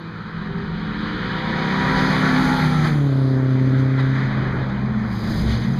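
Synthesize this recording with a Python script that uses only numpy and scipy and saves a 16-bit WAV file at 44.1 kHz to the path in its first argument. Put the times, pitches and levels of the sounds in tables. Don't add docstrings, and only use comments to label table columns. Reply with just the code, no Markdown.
import sys
import numpy as np
from scipy import signal
from scipy.io import wavfile

SR = 44100
rng = np.random.default_rng(int(sys.argv[2]) if len(sys.argv) > 2 else 0)


def log_audio(samples):
    frames = np.atleast_2d(samples).T
    limited = np.clip(frames, -1, 1)
    pcm = np.round(limited * 32767).astype(np.int16)
    wavfile.write(sys.argv[1], SR, pcm)


def gain_from_db(level_db):
    decades = np.asarray(level_db, float) / 20
    return 10 ** decades


N = 255339


def rms_one(x):
    return x / np.sqrt(np.mean(x ** 2) + 1e-20)


def in_time(rows):
    s, *columns = np.transpose(rows)
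    return [np.interp(np.arange(N) / SR, s, column) for column in columns]


def bell(peak_s, half_s):
    return np.exp(-((np.arange(N) / SR - peak_s) / half_s) ** 2)


def sounding(rows, fade_s=0.12):
    t = np.arange(N) / SR
    inside_s = np.minimum(t - rows[0][0], rows[-1][0] - t)
    return np.clip(inside_s / fade_s + 1, 0, 1)


def drift(rate_hz):
    r = np.exp(-2 * np.pi * rate_hz * 40 / SR)
    noise = rng.standard_normal(N // 40 + 2002)
    slow = signal.lfilter([1], [1, -2 * r, r * r], noise)[2000:]
    return np.interp(np.arange(N) / 40, np.arange(len(slow)), rms_one(slow))


def band_noise(noise, low_hz, high_hz):
    return signal.sosfilt(signal.butter(2, [low_hz, high_hz], "band", fs=SR, output="sos"), noise)


def turns(hz, jitter):
    return 2 * np.pi * np.cumsum(hz * (1 + jitter * drift(14.8))) / SR


def partial(phase, level_db, wobble_db, scatter):
    level = np.sqrt(2) * gain_from_db(level_db + wobble_db * drift(7.6))
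    return level * np.cos(phase + scatter * drift(8.1))


def coupe():
    # time in seconds, shaft speed as heard in Hz
    speed = [
        (0.0, 60.68),
        (1.0, 63.0),
        (2.0, 64.92),
        (2.4, 64.65),
        (2.56, 64.14),
        (2.72, 61.84),
        (2.88, 58.07),
        (3.04, 55.1),
        (3.2, 54.9),
    ]
    # multiple of shaft speed, number of the leading part, level against that part in dB
    orders = [(1, 0, -21), (2, 0, -11), (3, 0, 0), (4, 1, 0), (5, 0, -14), (6, 0, -11), (7, 4, -3),
              (8, 4, 0), (12, 3, -6), (13, 2, -1), (14, 2, -5), (15, 3, 0), (17.5, 5, -7), (21, 5, 0),
              (22, 2, -1), (23, 5, -4), (26, 5, -5), (27, 5, -5), (29, 3, -9), (30, 3, -9), (34, 3, -13)]
    # facing time in seconds, peak level in dB, rise in dB per s, fall in dB per s
    parts = [
        (1.952, -25, 10, 4),
        (2.302, -21, 19, 5.5),
        (2.501, -31, 28, 20),
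        (2.05, -30.5, 9, 17.5),
        (2.2, -35, 8, 30),
        (2.25, -29, 30, 18),
    ]
    intake_opens_s, intake_shut_db = 1.34, -7.5
    throttle_lifts_s, lift_db_per_s = 2.9, 92.5
    fading_db = 1.17

    hz, = in_time(speed)
    t = np.arange(N) / SR
    gone_db = -lift_db_per_s * np.maximum(t - throttle_lifts_s, 0)
    leads_db = []
    for facing_s, peak_db, rise, fall in parts:
        swell_db = np.minimum(rise * (t - facing_s), fall * (facing_s - t))
        leads_db.append(peak_db + swell_db + gone_db + fading_db * drift(2.04))
    leads_db[3] = leads_db[3] + intake_shut_db * np.clip((intake_opens_s - t) / 0.14, 0, 1)

    shade_db = -7 * np.sqrt(hz.max() - hz) * (np.arange(N) > hz.argmax())
    phase = turns(hz, jitter=0.0029)
    out = 0
    for order, lead, order_db in orders:
        wobble_db = 1.2 if order_db == 0 else 2.5
        shaded = order > 8 and lead != 2
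        level_db = order_db + leads_db[lead] + shade_db * shaded
        start_phase = rng.uniform(0, 5.77)
        out = out + partial(order * phase + start_phase, level_db, wobble_db, scatter=0.2 + 0.052 * order)
    return out


def hatchback():
    # time in seconds, firing rate as heard in Hz, level in dB, tailpipe shading in dB
    drive = [(0.0, 165.0, -33, -7.5), (0.6, 164.5, -34, -37), (1.15, 163.3, -35, -7), (1.45, 158, -30, -21),
             (2.0, 156.5, -24.5, -16.5), (2.5, 155.1, -26, -12), (2.65, 154.5, -20.5, -30),
             (2.88, 152.4, -18.5, -13), (3.0, 143.2, -16, -10), (3.12, 135.1, -18, -7.5),
             (3.3, 131.2, -18, -5.5), (3.65, 130.6, -16.5, -7), (4.1, 133, -17.5, -8.5),
             (4.45, 131, -23, -16.5), (4.88, 128.8, -22.5, -15), (5.28, 107.5, -28.5, -7.5),
             (5.5, 110.5, -26, -10.5), (5.79, 142.2, -22.5, -20)]
    # multiple of firing rate, level in dB
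    orders = [(0.25, -50.5), (0.5, -24.5), (0.75, -22.5), (1, 0), (1.25, -43.5), (1.5, -36.5),
              (1.75, -23.5), (2, -5), (2.25, -17), (2.5, -39), (2.75, -23), (3, -16), (3.25, -25),
              (3.5, -30), (3.75, -45.5), (4, -21), (4.25, -34.5), (4.5, -38.5), (4.75, -30), (5, -27)]
    third_db, third_shading = -7.5, 1.49
    fading = 0.17

    hz, firing_db, pipe_db = in_time(drive)
    firing_db = firing_db + fading * (pipe_db - pipe_db.max()) * drift(8.9)
    third_lead_db = firing_db + third_db + third_shading * pipe_db
    leads_db = [firing_db, firing_db + pipe_db, third_lead_db]
    phase = turns(hz, jitter=0.003)
    table = dict(map(tuple, orders))
    out = 0
    for order, order_db in table.items():
        lead = int(np.clip(round(order), 1, 3))
        level_db = leads_db[lead - 1] + order_db - table[lead]
        whole = order % 1 == 0
        wobble_db, scatter = (0.7, 0.08) if whole else (2.2, 0.6)
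        out = out - partial(order * phase, level_db, wobble_db, scatter)

    puff = ((1 + np.cos(phase)) / 2) ** 16
    spit = puff * gain_from_db(4 * np.cos(phase / 4) + 3 * drift(25))
    bright = band_noise(rng.standard_normal(N), 9500, 15000)
    spitting = gain_from_db(0.88 * third_lead_db - 30) * spit * bright
    dull = band_noise(rng.standard_normal(N), 700, 4000)
    pipe_hiss = gain_from_db(third_lead_db - 8) * (1 + np.cos(phase)) * dull
    return out + spitting + pipe_hiss


def distant():
    # peak time in seconds, half length in seconds, pitch in Hz, glide in Hz per s, peak level in dB
    engines = [(0.35, .3, 208, 10, -37), (0.95, .35, 213, 8, -30), (1.62, .2, 223, 18, -27),
               (2.35, .2, 232, 10, -33), (0.2, .5, 105.5, -2, -42), (1.2, .3, 108.5, 6, -38),
               (1.1, .5, 50.4, 3, -39), (1.05, .2, 299, 55, -34), (1.4, .25, 322, 55, -37),
               (3.4, .25, 280, -12, -38), (3.75, .1, 276, -8, -30), (0.57, .13, 398, 20, -38),
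               (3.85, .4, 212.5, -5, -33.5), (4.27, .2, 209, -14, -26), (4.72, .3, 201, -12, -31),
               (5.15, .3, 192.5, -20, -31), (5.74, .16, 185, -6, -26), (4.96, .15, 215.6, 18, -24),
               (5.32, .12, 217, -5, -23.5), (5.64, .2, 224.5, 10, -26.5), (4.5, .1, 62, 8, -36),
               (4.95, .35, 65, 2, -34.5), (5.48, .085, 64, 60, -21), (5.46, .1, 136, -5, -26)]
    drop_db = 7.5
    t = np.arange(N) / SR
    out = 0
    for peak_s, half_s, hz, glide, peak_db in engines:
        level_db = peak_db - drop_db * ((t - peak_s) / half_s) ** 2
        phase = turns(hz + glide * (t - peak_s), jitter=0.0054)
        out = out + partial(phase, level_db, wobble_db=1.5, scatter=0.1)
    return out


def tyre_levels():
    # time in seconds, traffic level in dB, treble lost over the distance in dB
    traffic = [(0.0, -43, 44), (0.4, -40.5, 52.5), (0.95, -37, 53), (1.3, -32.5, 54), (1.55, -29.5, 41.5),
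               (1.85, -26, 29), (2.13, -26, 24.5), (2.45, -27, 19.5), (2.75, -31, 18.5),
               (2.88, -33.5, 15.5), (3.02, -37.5, 20.5), (3.45, -39, 27), (3.85, -36.5, 29),
               (4.2, -32, 36.5), (4.55, -33.5, 40.5), (4.82, -37.5, 36), (5.17, -38.5, 32),
               (5.79, -38.5, 23.5)]
    # time in seconds, half length in seconds, lift of roar, hiss, spray in dB
    splashes = [(1.176, 0.34, 0, 4, -6.5), (2.655, 0.023, 0.5, 0.5, 0.5), (2.861, .025, 6, 4.5, 1),
                (3.791, 0.024, -0.5, 3.5, 5), (3.999, 0.016, 6, 6.5, 4.5), (4.195, 0.065, 1, 2.5, 1),
                (4.46, .04, 3, -0.5, -3), (4.549, .03, 1.5, -4.5, 8.5), (5.106, .03, 1, -1.5, 2.5),
                (5.38, 0.12, -0.5, 4, 12.5), (5.524, 0.057, -0.5, 16.5, 12), (5.639, 0.049, 1.5, 9, 4.5),
                (5.79, .025, -1.5, 5, 3)]
    hiss_front_db, hiss_rear_db = -11, -16
    turn_s, turn_width_s = 2.97, 0.05

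    level_db, loss_db = in_time(traffic)
    behind = (1 + np.tanh((np.arange(N) / SR - turn_s) / turn_width_s)) / 2
    hiss_db = level_db + hiss_front_db + (hiss_rear_db - hiss_front_db) * behind
    rumble_db = -44 + 0.3 * level_db + 3.5 * drift(0.91)
    rumble_db = rumble_db + 4.5 * bell(5, 0.95)
    levels = np.array([rumble_db, level_db, hiss_db, level_db - loss_db])
    for s, half_s, *lift_db in splashes:
        levels[1:] += np.array(lift_db)[:, None] * bell(s, half_s)
    return levels


def asphalt_echo(x):
    # start in seconds, end in seconds, extra path at start in ms, at end in ms, strength from 0 to 1
    bounces = [
        (-0.3, 1.392, 0.68, 0.62, 0.55),
        (2.94, 3.45, 0.3, 0.14, 0.5),
        (3.68, 4.6, 0.52, 0.47, 0.17),
    ]
    fade_s = 0.06
    t = np.arange(N) / SR
    out = 0
    for start, end, first_ms, last_ms, strength in bounces:
        lag_ms = np.interp(t, [start, end], [first_ms, last_ms])
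        gate = np.clip(np.minimum(t - start, end - t) / fade_s, 0, 1)
        dull_hz = 0.9 * 1000 / last_ms
        r = np.exp(-2 * np.pi * dull_hz / SR)
        dulled = signal.lfilter([1 - r], [1, -r], x)
        bounce = np.interp(np.arange(N) - lag_ms * SR / 1000, np.arange(N), dulled)
        out = out + strength * gate * bounce
    return out


def road():
    rule_hz = (230, 1300, 4000, 8800)
    # pitch in Hz, level in dB per Hz
    colour = [(20, -14.5), (92, -12), (137, -9), (171, -6), (259, -14.5), (342, -15), (614, -20),
              (958, -17), (1920, -15.5), (2680, -24), (4070, -24.5), (5530, -28), (6190, -34.5),
              (9500, -44), (15500, -64)]
    road_db, patchy_db = -27, 1.16

    swell_db = tyre_levels()
    swell_db = swell_db - 10 * np.log10(np.mean(10 ** (swell_db / 10), axis=1, keepdims=True))
    colour_hz, colour_db = np.transpose(colour)
    reference_db = np.interp(np.log(1200), np.log(colour_hz), colour_db)
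    edges = 20 * 2 ** np.arange(0, 9.9, 1 / 3)
    white = rng.standard_normal((2, N))
    together = drift(9)
    out = 0
    for k, (low, high) in enumerate(zip(edges, edges[1:])):
        hz = np.sqrt(low * high)
        place = np.interp(np.log(hz), np.log(rule_hz), np.arange(4))
        below = min(int(place), 2)
        level_db = swell_db[below] + (place - below) * (swell_db[below + 1] - swell_db[below])
        level_db = level_db + np.interp(np.log(hz), np.log(colour_hz), colour_db) - reference_db
        flicker_db = patchy_db * (0.36 * together + drift(9.2))
        out = out + gain_from_db(level_db + flicker_db) * band_noise(white[k % 2], low, high)
    return gain_from_db(road_db + 9.5) * (out + asphalt_echo(out))


def wet_tread():
    # pitch in Hz, width in Hz, level in dB
    grooves = [
        (4850, 330, -43),
        (4100, 600, -48),
        (6200, 500, -56),
    ]
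    # time in seconds, level in dB
    span = [
        (5.06, -13),
        (5.13, -1.5),
        (5.3, 5),
        (5.4, 7.5),
        (5.46, -2),
        (5.6, -3.5),
        (5.79, -5),
    ]
    falls = rng.random(N) < 3000 / SR
    grain_db = 1.8 * np.minimum(rng.exponential(1, N), 4)
    grains = falls * gain_from_db(grain_db) * rng.choice([-1, 1], N)
    out = 0
    for hz, width_hz, db in grooves:
        ring = signal.lfilter(*signal.iirpeak(hz, hz / width_hz, SR), grains)
        out = out + gain_from_db(db) * rms_one(ring)
    return out * gain_from_db(in_time(span)[0]) * sounding(span)


def squeaks():
    # time in seconds, peak level in dB, pitch in Hz
    pads = [
        (5.5717, -39, 6400),
        (5.6346, -39, 6200),
        (5.7332, -42, 6230),
    ]
    t = np.arange(N) / SR
    out = 0
    for s, db, hz in pads:
        out = out + gain_from_db(db + 2.5) * bell(s + 0.006, 0.0052) * np.sin(2 * np.pi * hz * t)
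    return out


def scene():
    engines = coupe() + hatchback() + distant()
    tyres = road() + wet_tread()
    return (engines + tyres + squeaks())[None]


def top_cut(x):
    return signal.sosfilt(signal.butter(12, 15840, fs=SR, output="sos"), x)


def record(dry):
    # pitch in Hz, width in Hz
    notches = [
        (2715, 800),
        (5500, 1810),
        (7880, 4470),
        (10930, 1200),
    ]
    for hz, width_hz in notches:
        dry = signal.lfilter(*signal.iirnotch(hz, hz / width_hz, SR), dry)
    dry = dry - 0.6 * signal.lfilter(*signal.iirpeak(12800, 12800 / 900, SR), dry)
    whine = gain_from_db(-85.5) * np.sin(2 * np.pi * 11550 * np.arange(N) / SR)
    hiss = gain_from_db(-89.5) * rng.standard_normal(N)
    dry = dry + whine + hiss
    top_hz = 15290
    mix = signal.sosfilt(signal.ellip(12, 0.5, 70, top_hz, fs=SR, output="sos"), dry)
    return top_cut(mix)


dry = scene()
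out = record(dry)
log_audio(out)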